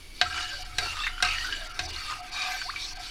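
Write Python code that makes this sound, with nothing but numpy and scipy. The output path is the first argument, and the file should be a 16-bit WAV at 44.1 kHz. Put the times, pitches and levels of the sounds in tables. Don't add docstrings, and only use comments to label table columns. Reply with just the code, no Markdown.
import sys
import numpy as np
from scipy import signal
from scipy.fft import rfft, irfft
from scipy.io import wavfile
from scipy.ndimage import uniform_filter1d

SR = 44100
rng = np.random.default_rng(int(sys.argv[2]) if len(sys.argv) > 2 else 0)


def dump_mix(stems):
    frames = np.atleast_2d(stems).T
    limited = np.clip(frames, -1, 1)
    pcm = np.round(limited * 32767).astype(np.int16)
    wavfile.write(sys.argv[1], SR, pcm)


def voltage_ratio(level):
    return 10 ** (np.asarray(level, float) / 20)


N = 136710

# hz, level_db (per Hz)
CLANG = [(180, -59), (300, -8.5), (667, -15.5), (828, -17), (994, -1), (1510, 4), (2930, 6.5), (5340, 6.5),
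         (16000, -50)]
CLUMP_DB, CLUMP_S = 3, .006


def evened(x):
    return x / np.sqrt(np.mean(x ** 2) + 1e-20)


def read(points, hz):
    f, value = np.transpose(points)
    return np.interp(np.log(hz + 1), np.log(f + 1), value)


def along(table, axis):
    rows = np.array(table)
    return np.interp(np.arange(N) / SR, rows[:, 0], rows[:, axis])


def add(mix, start_s, sound):
    part = mix[round(start_s * SR):][:len(sound)]
    part += sound[:len(part)]


def drift(span_s):
    wide = int(span_s * SR) + 1
    return evened(uniform_filter1d(uniform_filter1d(rng.standard_normal(N), wide), wide))


def coloured(x, points):
    gain = voltage_ratio(read(points, np.fft.rfftfreq(len(x), 1 / SR)))
    return evened(irfft(rfft(x) * gain, len(x)))


def resonate(x, hz, width_hz):
    turn = np.exp(2j * np.pi * np.cumsum(hz * np.ones(len(x))) / SR)
    r = np.exp(-np.pi * width_hz / SR)
    smooth = signal.lfilter([1 - r], [1, -r], x / turn)
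    return evened((turn * smooth).real)


def ring(hz, t60_s, t):
    return np.sin(2 * np.pi * hz * t) * voltage_ratio(-60 * t / t60_s)


def burst(points, tilt_db, t60_points, length):
    hz, t, z = signal.stft(rng.standard_normal(length), SR, nperseg=128, noverlap=96)
    shape_db = read(points, hz) + tilt_db * np.log2(hz / 2500 + .01)
    fade_db = -60 * t / read(t60_points, hz)[:, None]
    x = signal.istft(z * voltage_ratio(shape_db[:, None] + fade_db), SR, nperseg=128, noverlap=96)[1][:length]
    return x / abs(x).max()


def patchy(x, patch_db):
    z = signal.stft(x, nperseg=256)[2]
    lumps = uniform_filter1d(rng.standard_normal(z.T.shape), size=8, axis=0)
    lumps = uniform_filter1d(lumps, size=4, axis=1)
    return evened(signal.istft(z * voltage_ratio(patch_db * evened(lumps).T), nperseg=256)[1][:N])


def scrape():
    # start_s, scrape_db, bowl_hz, tilt_db_per_octave, spoon_over_pot_db
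    strokes = [
        [(.14, -54, 1300, 8, -12), (.25, -35, 1320, -6.5, 0), (.4, -32, 1363, -5, 0.5),
         (.63, -39.5, 1390, -0.5, 0)],
        [(.72, -47.5, 1310, -9.5, 2), (.82, -32, 1315, 0, -4.5), (1.06, -35, 1242, -2.5, 15.5),
         (1.1, -43, 1386, -11, 16)],
        [(1.21, -46.5, 1410, -13.5, 12), (1.26, -30.5, 1275, -3, 13), (1.45, -33, 1392, 0, 2),
         (1.68, -42.5, 1350, -0.5, 5.5)],
        [(1.77, -42.5, 1280, -7, -7.5), (1.84, -39.5, 1328, 0, -10.5), (2.12, -32.5, 1246, -1, 9.5),
         (2.23, -45, 1318, -10, 3)],
        [(2.31, -42, 1145, -3, -11), (2.36, -31, 1190, -4, -3.5), (2.57, -32, 1248, -6.5, -4.5),
         (2.64, -40.5, 1340, 3.5, -5)],
        [(2.75, -39.5, 1157, -3, 4), (2.82, -37.5, 1130, 1.5, -1.5), (2.96, -42.5, 1290, -4, -9.5),
         (3.08, -37, 1387, -4.5, -1.5)],
    ]
    # hz, level_db
    pot_modes = [(727, -10), (1570, -6), (1730, -11.5), (2045, -10), (2340, -3.5), (2500, -8), (2960, -16),
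                 (3520, -6), (3800, -0.5), (4300, 0.5), (4520, 2.5), (4800, -3), (5330, -3.5), (5850, -3.5)]
    # multiple of bowl_hz, level_db
    spoon_modes = [(0.997, -2.5), (1.45, -13.5), (2.147, 2), (2.85, -4.5), (3.45, -1)]
    # hz, level_db (per Hz)
    rasp_spectrum = [(300, -98), (500, -11), (1000, -2.5), (2400, -3.5), (5000, -2), (8000, -9),
                     (15600, -28)]
    pot_damping, spoon_damping = .013, .035
    slips_per_s, slip_spread_db = 3000, 3.6
    jerk_db, jerk_s = 2.5, .058
    wander_db, wander_s = 2.2, .06
    rasp_db, patch_db = -7, 4.5

    stir = np.concatenate(strokes)
    slips = voltage_ratio(slip_spread_db * np.minimum(rng.exponential(1, N), 5)) * (rng.random(N) < slips_per_s / SR)
    slips = slips * rng.choice([-1., 1.], N) * voltage_ratio(jerk_db * drift(jerk_s))

    bowl_hz, tilt_db, share_db = along(stir, axis=2), along(stir, axis=3), along(stir, axis=4)
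    modes = [(hz, pot_damping * hz, db - share_db / 2) for hz, db in pot_modes]
    for ratio, db in spoon_modes:
        modes.append((ratio * bowl_hz, spoon_damping * ratio * bowl_hz.mean(), db + share_db / 2))
    rings = np.zeros(N)
    for k, (hz, width_hz, db) in enumerate(modes):
        drive = np.roll(slips, 5003 * k) * voltage_ratio(CLUMP_DB * drift(CLUMP_S))
        level_db = db + tilt_db * np.log2(hz / 2500) + wander_db * drift(wander_s)
        rings += voltage_ratio(level_db) * resonate(drive, hz, width_hz)
    steel_band = signal.butter(2, [533, 8400], "band", fs=SR, output="sos")
    rings = signal.sosfilt(steel_band, rings)

    rasp = patchy(coloured(evened(slips) + rng.standard_normal(N), rasp_spectrum), patch_db)
    high = signal.lfilter(*signal.butter(2, 5000, "high", fs=SR), rasp)
    rasp = rasp + (voltage_ratio(1.6 * tilt_db) - 1) * high

    fade_in = np.clip((np.arange(N) / SR - stir[0, 0]) / .03, 0, 1)
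    return fade_in * voltage_ratio(along(stir, axis=1)) * evened(evened(rings) + voltage_ratio(rasp_db) * rasp)


def catches():
    # start_s, peak_db, pitch_hz, t60_s
    snags = [(0.343, -28.5, 1330, 0.054), (0.377, -25.5, 1570, 0.075), (0.407, -26, 2900, .04),
             (0.426, -35, 4500, 0.027), (.53, -33.5, 4900, 0.034), (0.969, -28, 1235, 0.062),
             (1.002, -25, 3500, 0.042), (1.035, -27.5, 1800, 0.074), (1.1798, -28.5, 1395, 0.036),
             (1.203, -25.5, 1420, 0.048), (1.286, -23, 2520, 0.029), (1.3831, -23.5, 1855, 0.021),
             (1.409, -29, 2800, 0.037), (1.523, -28, 1620, 0.15), (1.525, -23, 2934, 0.036),
             (1.619, -37.5, 1630, 0.073), (1.962, -26, 4320, 0.034), (1.9625, -34, 2825, .03),
             (2.098, -28, 1207, 0.06), (2.418, -22, 4600, 0.036), (2.615, -25, 1540, 0.042),
             (2.76, -26, 2310, 0.069)]
    rise_s, spread = .001, .6
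    out, t = np.zeros(N), np.arange(SR // 8) / SR
    for start_s, db, hz, t60_s in snags:
        rasp = burst(CLANG, 0, [(300, t60_s), (16000, 2.2 * t60_s)], len(t))
        rasp = resonate(rasp, hz, spread * hz)
        rasp = rasp / abs(rasp).max()
        rasp_db = -0.5 - np.log2(hz / 1500)
        body = ring(hz, t60_s, t) + voltage_ratio(rasp_db) * rasp
        add(out, start_s, voltage_ratio(db) * np.minimum(t / rise_s, 1) * body)
    return out


def rubbing(table):
    even_s, even_power, edge_share = .012, .7, .6
    out, noise = np.zeros(N), rng.standard_normal(N) * voltage_ratio(CLUMP_DB * drift(CLUMP_S))
    for k, (start_s, length_s, db, hz, width_hz) in enumerate(table):
        rub = noise[3001 * k:][:int(length_s * SR)]
        sung = resonate(resonate(rub, hz, 1.09 * width_hz), hz, 1.09 * width_hz)
        sung = signal.sosfilt(signal.butter(4, hz / 2, "high", fs=SR, output="sos"), sung)
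        swell = uniform_filter1d(abs(sung), int(even_s * SR)) + .2
        sung = evened(sung / swell ** even_power)
        add(out, start_s, voltage_ratio(db) * sung * signal.windows.tukey(len(rub), edge_share))
    return out


def grinds():
    # start_s, length_s, rms_db, pitch_hz, width_hz
    songs = [(.3, 0.043, -38.5, 1600, 50), (.34, 0.14, -43, 1330, 121), (.37, 0.18, -43.5, 2900, 140),
             (.39, 0.14, -43.5, 1680, 102), (.495, 0.094, -38, 1565, 38.4), (.5, 0.08, -46.5, 4620, 149),
             (.56, 0.084, -49, 735, 29.8), (.8, 0.054, -41.5, 717, 29.4), (.8, 0.11, -42.5, 1364, 59),
             (.83, .13, -40, 2730, 160), (.96, 0.072, -44, 1207, 60.6), (.995, 0.11, -39, 3640, 216),
             (1.03, 0.023, -39, 1830, 150), (1.062, 0.023, -26.5, 1850, 1120), (1.09, 0.12, -53, 1350, 90),
             (2.29, 0.28, -44, 1186, 130), (1.25, 0.13, -33, 2410, 510), (1.25, 0.057, -42, 1230, 120),
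             (1.33, 0.14, -39, 1864, 121), (1.43, 0.079, -35.5, 1492, 80), (1.47, 0.11, -41.5, 1670, 100),
             (1.57, 0.11, -47.5, 1610, 150), (1.62, 0.2, -48, 1370, 89), (1.81, 0.084, -43, 725, 39.7),
             (1.88, 0.11, -44, 2860, 200), (2.01, 0.16, -47, 1223, 80), (2.095, 0.049, -36.5, 1174, 450),
             (2.339, 0.15, -37, 2406, 107), (2.33, 0.16, -41.5, 3780, 101), (2.4, 0.17, -43, 1620, 120),
             (2.43, 0.15, -42, 753, 29), (2.45, 0.15, -55, 12100, 3500), (2.765, 0.096, -46.5, 2330, 130),
             (2.775, 0.11, -41, 3740, 885), (2.77, 0.18, -43, 5460, 890), (2.965, 0.048, -43.5, 740, 30.2),
             (2.63, 0.068, -45, 4560, 900), (3.02, 0.06, -42.5, 3900, 1530)]
    return rubbing(songs)


def clinks():
    # start_s, peak_db, tilt_db_per_octave, belly_db, rise_s
    hits = [
        (.2135, -3.5, 0, -13, .0005),
        (.7835, -11.5, 1.3, -20, .002),
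        (1.2245, -8, 1.1, -18, .0025),
        (1.248, -15, .2, -20, .003),
        (1.7915, -14, .8, -16, .001),
    ]
    # hz, t60_s, level_db
    wall_modes = [(1566, 0.071, -7.5), (2090, 0.13, -19), (2574, 0.059, -12.5), (3797, 0.073, -15),
                  (4150, 0.023, -6)]
    # hz, t60_s
    clang_decay = [(300, 0.12), (1500, 0.1), (4000, 0.045), (8000, 0.04), (16000, 0.012)]
    spark_spectrum = [(3000, 3.5), (8000, 7.0), (16000, -21.0)]  # hz, level_db
    tick_db, tick_s, spark_db = -3, .0005, -27
    belly_hz, belly_t60_s = 725, .13
    out, t = np.zeros(N), np.arange(SR // 2) / SR
    for start_s, db, tilt_db, belly_db, rise_s in hits:
        wall = np.zeros(len(t))
        for hz, t60_s, mode_db in wall_modes:
            gain = voltage_ratio(mode_db + tilt_db * np.log2(hz / 2500))
            wall += gain * ring(hz * rng.uniform(0.98, 1.03), t60_s, t)
        tick = voltage_ratio(tick_db) * np.sin(2 * np.pi * 3900 * t) * np.exp(-((t - .001) / tick_s) ** 2)
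        spark = coloured(rng.standard_normal(len(t)), spark_spectrum) * voltage_ratio(-60 * t / 0.045)
        spark = voltage_ratio(spark_db + 10 * tilt_db) * spark
        belly = voltage_ratio(belly_db) * ring(belly_hz, belly_t60_s, t)
        body = burst(CLANG, tilt_db, clang_decay, len(t)) + wall + tick + belly
        hit = body * np.minimum(t / rise_s, 1) + spark
        add(out, start_s, voltage_ratio(db) * hit / abs(hit).max())
    return out


def slops():
    # start_s, length_s, rms_db, pitch_hz, width_hz
    waves = [
        (.04, 0.53, -59, 306, 151),
        (.5, 0.12, -56.5, 575, 80),
        (.79, 0.096, -48, 380, 256),
        (1.23, 0.078, -58.5, 350, 200),
        (1.44, 0.17, -54.5, 318, 150),
        (1.55, 0.15, -50.5, 658, 101),
        (1.72, 0.28, -54, 341, 115),
        (2.6, 0.74, -66, 327, 120),
    ]
    return rubbing(waves)


def bubbles():
    # start_s, length_s, peak_db, first_hz, last_hz
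    pockets = [
        (2.634, 0.052, -37, 684, 808),
        (2.672, 0.046, -27, 833, 2550),
        (2.728, 0.022, -34, 1000, 1800),
    ]
    top, sharp, snap, creep = .56, 3, .045, .5
    bend = np.log(.5) / np.log(top)
    out = np.zeros(N)
    for start_s, length_s, db, first_hz, last_hz in pockets:
        u = np.arange(0, length_s, 1 / SR) / length_s
        rise = creep * u + (1 - creep) / (1 + np.exp((top + 0.079 - u) / snap))
        hz = first_hz * (last_hz / first_hz) ** rise
        body = .3 * np.sin(np.pi * u) + .7 * abs(np.sin(np.pi * u ** bend)) ** (3 * sharp)
        add(out, start_s, voltage_ratio(db) * body * np.sin(2 * np.pi * np.cumsum(hz) / SR))
    return out


def thuds():
    # start_s, level_db
    shudders = [
        (0.224, -49.5),
        (0.789, -49.5),
        (1.234, -51),
        (1.801, -48),
    ]
    # hz, t60_s, level_db
    stove_modes = [(78.4, 1.84, 8.5), (113, 0.42, 5), (62, 1.2, 1)]
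    hold_s, rise_s, release_s = .2, .0067, .029
    out, t = np.zeros(N), np.arange(SR // 2) / SR
    thud = sum(voltage_ratio(db) * ring(hz, t60_s, t) for hz, t60_s, db in stove_modes)
    thud = thud * np.minimum(t / rise_s, 1) * np.clip((hold_s - t) / release_s + 1, 0, 1)
    for start_s, db in shudders:
        add(out, start_s, voltage_ratio(db) * thud)
    return out


def stove_sway():
    # time_s, pitch_hz, level_db
    sway_path = [(0, 27.74, -50), (.45, 26.6, -47.5), (.75, 26.6, -44.5), (.93, 28.42, -53),
                 (1.05, 27.14, -38), (1.5, 28.14, -42), (2.0, 28.4, -47), (2.3, 28.9, -52),
                 (2.7, 29.77, -47)]
    rough_db, width_hz = -9.5, 23
    hz = along(sway_path, axis=1)
    shake = resonate(resonate(rng.standard_normal(N), hz, width_hz), hz, width_hz)
    hum = np.sqrt(2) * np.sin(2 * np.pi * np.cumsum(hz) / SR)
    return voltage_ratio(along(sway_path, axis=2)) * evened(hum + voltage_ratio(rough_db) * shake)


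def gas_jets():
    # pitch_hz, width_hz, rms_db
    jets = [(2250, 130, -57), (2900, 540, -66), (4590, 340, -58.5), (5250, 170, -68), (9840, 1550, -62.5),
            (12220, 490, -70.5)]
    return sum(voltage_ratio(db) * resonate(resonate(rng.standard_normal(N), hz, width_hz), hz, width_hz)
               for hz, width_hz, db in jets)


def room():
    # hz, level_db (per Hz)
    hush_spectrum = [(88, -50), (150, -18.5), (333, -12.5), (530, -23.5), (1950, -22), (3300, -17),
                     (6510, -24.5), (8600, -31.5), (15600, -41)]
    # hz, level_db (per Hz)
    rumble_spectrum = [(8.8, -6), (15, -9), (38, -16), (113, -17), (173, -46), (335, -41), (400, -75),
                       (520, -72), (880, -120)]
    hush_db, rumble_db = -53, -49.5
    hush = voltage_ratio(hush_db + 0.35 * drift(0.011)) * coloured(rng.standard_normal(N), hush_spectrum)
    rumble = voltage_ratio(rumble_db + 2.5 * drift(0.18)) * coloured(rng.standard_normal(N), rumble_spectrum)
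    return hush + rumble


def kitchen(x):
    t60_s, gap_s = .22, .006
    t = np.arange(SR // 2) / SR
    tail = rng.standard_normal(len(t)) * voltage_ratio(-60 * t / t60_s) * (t > gap_s)
    return signal.fftconvolve(x, tail / np.linalg.norm(tail))[:N]


def scene():
    near = scrape() + catches() + grinds() + clinks() + slops() + bubbles()
    far = thuds() + stove_sway() + gas_jets() + room()
    return (near + voltage_ratio(-12) * kitchen(near) + far)[None]


def roll_off(x):
    return signal.sosfilt(signal.butter(12, 16670, fs=SR, output="sos"), x)


def record(dry):
    dip_times = [0.641, 1.686, 1.733, 1.875, 1.92, 2.219, 2.309, 2.947, 2.984]
    dip_s, dip_db, dip_hz, edge_hz = .017, -13, 3500, 16250
    t = np.arange(N) / SR
    gate_db = sum(dip_db * np.exp(-((t - time_s) / (dip_s / 2)) ** 4) for time_s in dip_times)
    low = signal.sosfiltfilt(signal.butter(2, dip_hz, fs=SR, output="sos"), dry)
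    gated = low + voltage_ratio(gate_db) * (dry - low)
    band_limit = signal.firwin(255, edge_hz, window=("kaiser", 9), fs=SR)[None]
    return roll_off(signal.oaconvolve(gated, band_limit, "same"))


dry = scene()
out = record(dry)
dump_mix(out)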